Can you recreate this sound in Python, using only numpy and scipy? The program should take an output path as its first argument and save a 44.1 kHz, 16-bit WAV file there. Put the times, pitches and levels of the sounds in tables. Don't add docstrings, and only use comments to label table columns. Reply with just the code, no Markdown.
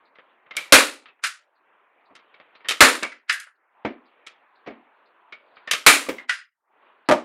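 import sys
import numpy as np
from scipy import signal
from scipy.fft import rfft, irfft
from scipy.io import wavfile
from scipy.ndimage import uniform_filter1d

SR = 44100
rng = np.random.default_rng(int(sys.argv[2]) if len(sys.argv) > 2 else 0)


def file_out(sig):
    cols = np.atleast_2d(sig).T
    lim = np.clip(cols, -1, 1)
    pcm = np.round(lim * 32767).astype(np.int16)
    wavfile.write(sys.argv[1], SR, pcm)


def level_to_linear(level):
    exponent = np.asarray(level, float) / 20
    return 10 ** exponent


N = 319416

# [f/Hz, density/dB per Hz]
AIR_COLOUR = [(35, -60), (100, -36.5), (200, -19.5), (300, -10), (560, -5), (1010, 0), (2490, -10),
              (3400, -17.5), (4700, -27), (5600, -45.5), (9000, -59.5), (17600, -110)]
# [t/s, half length/s, level/dB]
PAPER_RUSTLES = [
    (2.45, 0.33, 2),
    (6.85, .06, 2.5),
    (5.6, .2, 2.5),
]
# [held open/s, sinks by/dB, still short when mostly back/dB, fully back/s]
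HUSH_DUCKING = [
    (.1, 8.5, 2.5, 2.1),
    (.2, 12, 4.5, 0.98),
    (.36, 20.5, 0.5, .98),
]
# [f/Hz, T60/s]
ROOM_DECAY = [(45, 0.19), (110, 0.19), (280, 0.38), (700, 0.3), (1800, 0.29), (5000, 0.32), (13000, .3)]
# [t/s, peak level/dB, treble level/dB, strongest ring f/Hz]
TABLE_KNOCKS = [
    (2.107, -42.5, -31, 279.3),
    (3.026, -13.5, -31.5, 636),
    (3.849, -9, -31, 277),
    (4.662, -28, -36, 645),
    (4.673, -20, -26, 255.4),
    (6.088, -11.5, -11.5, 300),
]
# [t/s, peak level/dB, treble level/dB, strongest ring f/Hz]
GUN_ROCKING = [
    (7.088, -14, -26.5, 311),
    (7.099, -15, -41, 596),
    (7.112, -12.5, -28, 600),
    (7.122, -12, -29.5, 626),
    (7.135, -21.5, -28.5, 620),
    (7.155, -49, -31, 602),
    (7.208, -51, -37, 290),
]
# [t/s, peak level/dB, treble level/dB, strongest ring f/Hz, rattle/ms]
LEVER_RELEASES = [(1.191, -47, -35, 1120, 9), (1.238, -6.5, -15, 1285, 25), (1.248, -26, -32, 1427, 12),
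                  (1.269, -19, -7, 1480, 8.4), (3.031, -10.5, -18, 2460, 5), (3.119, -27, -25.5, 2030, 9.6),
                  (3.296, -2, -22.5, 2060, 14), (3.323, -18.5, -6, 1640, 21), (3.365, -39, -24, 1650, 10),
                  (3.4, -24, -5.5, 1480, 3.9), (3.468, -34, -42, 1350, 21), (6.197, -31.5, -47, 1790, 11),
                  (6.294, -4.5, -22.5, 1960, 18), (6.322, -21.5, -15, 1910, 46)]
# [t/s, peak level/dB, treble level/dB, strongest ring f/Hz]
COCKING_CLICKS = [(0.154, -42, -26, 2030), (0.186, -37, -40.5, 1680), (0.463, -45, -44, 1540),
                  (0.509, -25.5, -33, 2100), (0.571, -18.5, -21.5, 2255), (0.584, -22, -20, 2240),
                  (0.606, -30, -15, 2340), (2.152, -37, -17, 2130), (2.191, -44.5, -27, 1230),
                  (2.341, -38, -34, 2240), (2.4, -36, -39.5, 1040), (2.552, -39.5, -34, 4060),
                  (2.605, -43, -29, 2240), (2.686, -9, -9, 3110), (2.708, -10, -15, 1260),
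                  (4.266, -27, -17, 3320), (5.324, -27, -31.5, 2240), (5.349, -40.5, -31.5, 2270),
                  (5.568, -35.5, -42, 2340), (5.712, -4.5, -8, 3140), (5.734, -10, -16, 1270),
                  (6.182, -28, -24.5, 2140)]
# [t/s, peak level/dB, treble level/dB, strongest ring f/Hz,
# rattle/ms]
FURTHER_CATCHES = [
    (0.537, -38, -31.5, 1970, 5.6),
    (0.551, -33, -29.5, 2300, 13),
    (0.567, -13, -5, 2205, 4.3),
    (1.057, -34.5, -31.5, 3430, 16),
    (1.08, -40, -31.5, 2600, 26),
    (2.647, -28.5, -42, 1833, 51),
    (5.675, -19.5, -30, 1816, 18.4),
    (6.066, -28, -47.5, 1150, 6),
]
# [t/s, peak level/dB, treble level/dB, strongest ring f/Hz]
STRIKER_BLOWS = [
    (0.723, 4, -12, 2397),
    (2.806, 3.5, -13, 1760),
    (5.864, 1, -10.5, 2392),
]
# [t/s, f/Hz, level/dB, T60/s]
RINGING_PARTS = [(0.569, 2267, -26, 0.11), (0.606, 2300, -44.5, 0.4), (1.240, 4990, -41, 0.15),
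                 (1.246, 1374, -36.5, 0.22), (1.240, 2860, -24.5, 0.056), (3.034, 2220, -34, 0.22),
                 (3.299, 1948, -26.5, 0.21), (3.324, 1658, -34.5, 0.32), (5.325, 2230, -38.5, 0.1),
                 (5.735, 1253, -38, 0.1), (6.184, 2050, -41.5, 0.18), (6.086, 449.5, -29, 0.17),
                 (6.295, 1930, -22, 0.09), (6.311, 1480, -35, 0.25)]

# [f/Hz, density/dB per Hz]
KNOCK_COLOUR = [(18, -57.5), (30, -27.5), (170, -20.5), (230, -5.5), (328, -7), (426, -9.5), (702, -9.5),
                (780, -14.5), (844, -16), (2230, -15), (16000, -65)]
ROCKING_COLOUR = [(18, -69), (30, -31.5), (161, -19.5), (303, -5), (461, -13), (600, -6), (1010, -14),
                  (1160, -11.5), (9710, -44.5), (13700, -59.5), (16000, -111)]
RELEASE_COLOUR = [(120, -99), (200, -65), (601, -25.5), (836, -23.5), (1400, -2), (1910, -1.5),
                  (3130, -8.5), (9580, -24.5), (12400, -39), (16000, -64)]
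COCKING_COLOUR = [(59, -66), (100, -32.5), (547, -14), (891, -19), (1280, -4.5), (1450, -8.5), (2270, -2),
                  (9020, -17.5), (12900, -26.5), (16000, -55.5)]
BLOW_COLOUR = [(18, -54), (30, -31.5), (157, -35.5), (273, -4.5), (384, -10.5), (512, -8), (780, -10),
               (2410, -2.5), (3140, -8), (3580, -7.5), (5740, -14), (9460, -12), (16000, -33.5)]

# [f/Hz, width/Hz, boost/dB]
TABLE_MODES = [(290, 72, -8.5), (608, 23, 2), (934, 100, 0), (1194, 40, 2.5), (2300, 170, 1)]
RELEASE_MODES = [(1480, 170, 0.64), (2860, 30, 0.67), (4990, 140, 4), (7050, 69, 0.75), (9300, 220, 1)]
COCKING_MODES = [(1230, 90, -5.5), (3100, 90, 1.2), (3720, 170, 2), (9390, 210, 1.8)]
BLOW_MODES = [(545, 110, 2), (1350, 500, 4.5), (4260, 570, 0), (7130, 230, 0.5), (9450, 290, -2.5)]

AIR_REST_DB, AIR_WIDTH_DB, AIR_TOP_DB = -60, 1.1, -55
OPEN_DB, OPENING_S, CLOSING_S = 18.5, 0.12, 0.04
DEEPEST_S, HALF_BACK_S = 0.64, 0.9
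SHUT_SHARE = 0.34
TICK_FIRST_S, TICK_EVERY_S, TICK_HZ, TICK_DB = 0.053, 0.5004, 4120, 6.5
OVERLOAD, CUTOFF_HZ, GRAIN_DB = 0.8, 16500, -95.5


def at_hz(points, hz):
    f_hz, values = np.array(points)[:, :2].T
    return np.interp(np.log(hz), np.log(f_hz), values)


def drift(rate):
    knots = rng.standard_normal(400)
    return np.interp(np.arange(N) / SR * rate, np.arange(400), knots)


def bands(count=20):
    edges = 20 * 2 ** (np.arange(count + 1) / 2)
    for low, high in zip(edges, edges[1:]):
        yield np.sqrt(low * high), signal.butter(2, [low, high], "band", fs=SR, output="sos")


def background_db(s):
    level = AIR_REST_DB
    for at, half_s, db in PAPER_RUSTLES:
        level = level + db * np.exp(-((s - at) / half_s) ** 2)
    for (at, *_), (open_s, sink_db, short_db, back_s) in zip(STRIKER_BLOWS, HUSH_DUCKING):
        steps_s = [-OPENING_S, 0, open_s, open_s + CLOSING_S, DEEPEST_S, HALF_BACK_S, back_s]
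        steps_db = [0, OPEN_DB, OPEN_DB, -SHUT_SHARE * sink_db, -sink_db, -short_db, 0]
        level = level + np.interp(s - at, np.sort(steps_s), steps_db)
    return level


def ventilation(patchy_db):
    colour = level_to_linear(at_hz(AIR_COLOUR, np.arange(1, N // 2 + 2) * SR / N))
    hush = irfft(rfft(rng.standard_normal((2, N))) * colour, N)
    out = np.zeros(N)
    for k, (hz, sos) in enumerate(bands()):
        flicker_db = patchy_db * drift(10) + AIR_WIDTH_DB * np.abs(np.log2(hz / 1100))
        out += level_to_linear(flicker_db) * signal.sosfilt(sos, hush[k % 2])
    return out / np.sqrt(np.mean(out ** 2))


def clock(length_ms, width_hz):
    since_ms = (np.arange(N) / SR - TICK_FIRST_S) % TICK_EVERY_S * 1000
    puff = rng.standard_normal(N) * np.exp(-since_ms / length_ms)
    case = signal.butter(2, [TICK_HZ - width_hz / 2, TICK_HZ + width_hz / 2], "band", fs=SR, output="sos")
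    return level_to_linear(TICK_DB) * signal.sosfilt(case, puff)


def background():
    gain = level_to_linear(np.minimum(background_db(np.arange(N) / SR), AIR_TOP_DB))
    return gain * (ventilation(patchy_db=2.5) + clock(length_ms=30, width_hz=1000))


def room_tails(gap_ms, lumpy_db, size=24000):
    s = np.arange(size) / SR
    white = rng.standard_normal((2, N + size))
    noise = np.array([signal.sosfilt(sos, white[k % 2]) for k, (hz, sos) in enumerate(bands())])
    echoes = np.interp(np.arange(N + size) / 200, np.arange(N // 100), rng.standard_normal(N // 100))
    noise = noise * level_to_linear(lumpy_db * echoes)
    dying = np.array([level_to_linear(-60 * s / at_hz(ROOM_DECAY, hz)) for hz, sos in bands()])
    dying = dying * (1 - np.exp(-(s * 1000 / gap_ms) ** 2))
    return lambda start: np.sum(noise[:, start:start + size] * dying, axis=0)


def causal(level_db):
    cepstrum = irfft(level_db * np.log(10) / 20)
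    half = len(cepstrum) // 2
    cepstrum[1:half] *= 2
    cepstrum[half + 1:] = 0
    return np.exp(rfft(cepstrum))


def loudest(x):
    return np.sqrt(np.max(uniform_filter1d(x ** 2, size=200)))


def micro_impacts(ms, lead_ms, length_ms, grit_db, creep):
    size = len(ms)
    impacts = rng.standard_normal(size) * level_to_linear(grit_db * np.minimum(rng.exponential(1, size), 4))
    sliding_in = level_to_linear(-36 * (creep - ms / lead_ms))
    rattling_out = np.exp(-np.abs(ms - lead_ms) / max(length_ms, 0.3))
    return impacts * np.where(ms < lead_ms, sliding_in, rattling_out)


def resonances_db(hz, modes):
    power = np.ones(len(hz))
    for (centre_hz, width_hz, ring_db), luck in zip(modes, rng.normal(0, 2.0, len(modes))):
        power += level_to_linear(2 * (ring_db + luck)) / (1 + (2 * (hz - centre_hz) / width_hz) ** 2)
    return 10 * np.log10(power)


def contacts(rows, tone, rings, tail_at, ring, boost_db, wet_db, grit_db, lead_ms, rattle_ms, soft_bass,
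             high_thin_db, creep=1.4, size=24000):
    out = np.zeros(N + size)
    ms = np.arange(size) / SR * 1000
    hz = np.maximum(np.arange(size // 2 + 1) * SR / size, 10)
    known = np.array([row[:4] for row in rows])
    _, usual_peak_db, usual_treble_db, usual_hz = np.average(known, axis=0, weights=level_to_linear(2 * known[:, 1]))
    for s, peak_db, treble_db, ring_hz, *own_ms in rows:
        start = round((s - lead_ms / 1000) * SR)
        length_ms = own_ms[0] if own_ms else rattle_ms
        rattle = micro_impacts(ms, lead_ms, length_ms, grit_db, creep)
        tail = np.roll(tail_at(start), round(lead_ms / 1000 * SR))
        bass_db = soft_bass * (usual_peak_db - peak_db) - high_thin_db * np.log2(ring_hz / usual_hz)
        tilt_db = bass_db / (1 + (hz / 800) ** 3)
        tilt_db += (treble_db - usual_treble_db) * np.log2(1 + (hz / 3500) ** 2) / 2.1
        body = causal(at_hz(tone, hz) + tilt_db + resonances_db(hz, [(ring_hz, *ring), *rings]))
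        direct = irfft(rfft(rattle) * body)
        wet = irfft(rfft(tail) * body)
        blend = direct / loudest(direct) + level_to_linear(wet_db) * wet / loudest(wet)
        out[start:start + size] += level_to_linear(peak_db + boost_db) * blend
    return out[:N]


def knocks(tail_at):
    return contacts(TABLE_KNOCKS, KNOCK_COLOUR, TABLE_MODES, tail_at, (90, 0.1), boost_db=-11.5, wet_db=-8.5,
                    grit_db=5.5, lead_ms=2.5, rattle_ms=19, soft_bass=0.2, high_thin_db=14.5)


def rocking(tail_at):
    return contacts(GUN_ROCKING, ROCKING_COLOUR, TABLE_MODES, tail_at, (60, 4), boost_db=2.5, wet_db=-20.5,
                    grit_db=8.0, lead_ms=0.85, rattle_ms=8.5, soft_bass=0.37, high_thin_db=-3)


def ringing(spread_hz, size=20000):
    out = np.zeros(N + size)
    s = np.arange(size) / SR
    for (at, hz, db, t60), luck in zip(RINGING_PARTS, rng.uniform(-1, 1, (len(RINGING_PARTS), 10))):
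        cluster = np.zeros(size)
        for detune, phase in zip(luck[:5], luck[5:]):
            cluster += np.sin(2 * np.pi * (hz + spread_hz * detune) * s + np.pi * phase)
        start = round(at * SR)
        onset = 1 - np.exp(-s / 0.00098)
        out[start:start + size] += level_to_linear(db - 60 * s / t60) * onset * cluster
    return out[:N]


def release(tail_at):
    return contacts(LEVER_RELEASES, RELEASE_COLOUR, RELEASE_MODES, tail_at, (150, 5), boost_db=-12.0,
                    wet_db=-11.5, grit_db=1.5, lead_ms=18, rattle_ms=12, soft_bass=0.4, high_thin_db=3.5,
                    creep=1.44)


def cocking(tail_at):
    return contacts(COCKING_CLICKS + FURTHER_CATCHES, COCKING_COLOUR, COCKING_MODES, tail_at, (70, 8),
                    boost_db=-9.5, wet_db=-13.0, grit_db=7, lead_ms=4.9, rattle_ms=13.0, soft_bass=0.15,
                    high_thin_db=3.5)


def shots(tail_at):
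    return contacts(STRIKER_BLOWS, BLOW_COLOUR, BLOW_MODES, tail_at, (300, 3), boost_db=3.5, wet_db=-7,
                    grit_db=-3, lead_ms=0.71, rattle_ms=10.5, soft_bass=0.01, high_thin_db=5)


def scene():
    tail_at = room_tails(gap_ms=3.3, lumpy_db=1.3)
    table = knocks(tail_at) + rocking(tail_at)
    gun = ringing(spread_hz=120) + release(tail_at) + cocking(tail_at) + shots(tail_at)
    return (background() + table + gun)[None]


def soft_top(x, top):
    return x / (1 + np.abs(x / top) ** 8) ** (1 / 8)


def noise_gate(x, threshold_db, rise):
    hz, s, cells = signal.stft(x, SR, nperseg=512)
    power = uniform_filter1d(np.abs(cells) ** 2, size=7, axis=-2)
    power = uniform_filter1d(power, size=3, axis=-1)
    held_db = np.maximum(-42 - background_db(s), 0)
    limit = level_to_linear(2 * (threshold_db + rise * held_db))
    return signal.istft(cells * power / (power + limit), SR, nperseg=512)[1][..., :N]


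def low_pass(x):
    return signal.sosfilt(signal.butter(12, 17130, fs=SR, output="sos"), x)


def record(dry):
    quiet = noise_gate(soft_top(dry, OVERLOAD), threshold_db=-100, rise=0.58)
    top_cut = signal.cheby2(10, 40, CUTOFF_HZ, fs=SR, output="sos")
    limited = soft_top(signal.sosfilt(top_cut, quiet), OVERLOAD)
    grain = level_to_linear(GRAIN_DB) * rng.standard_normal(dry.shape)
    return low_pass(signal.sosfilt(top_cut, limited) + grain)


dry = scene()
out = record(dry)
file_out(out)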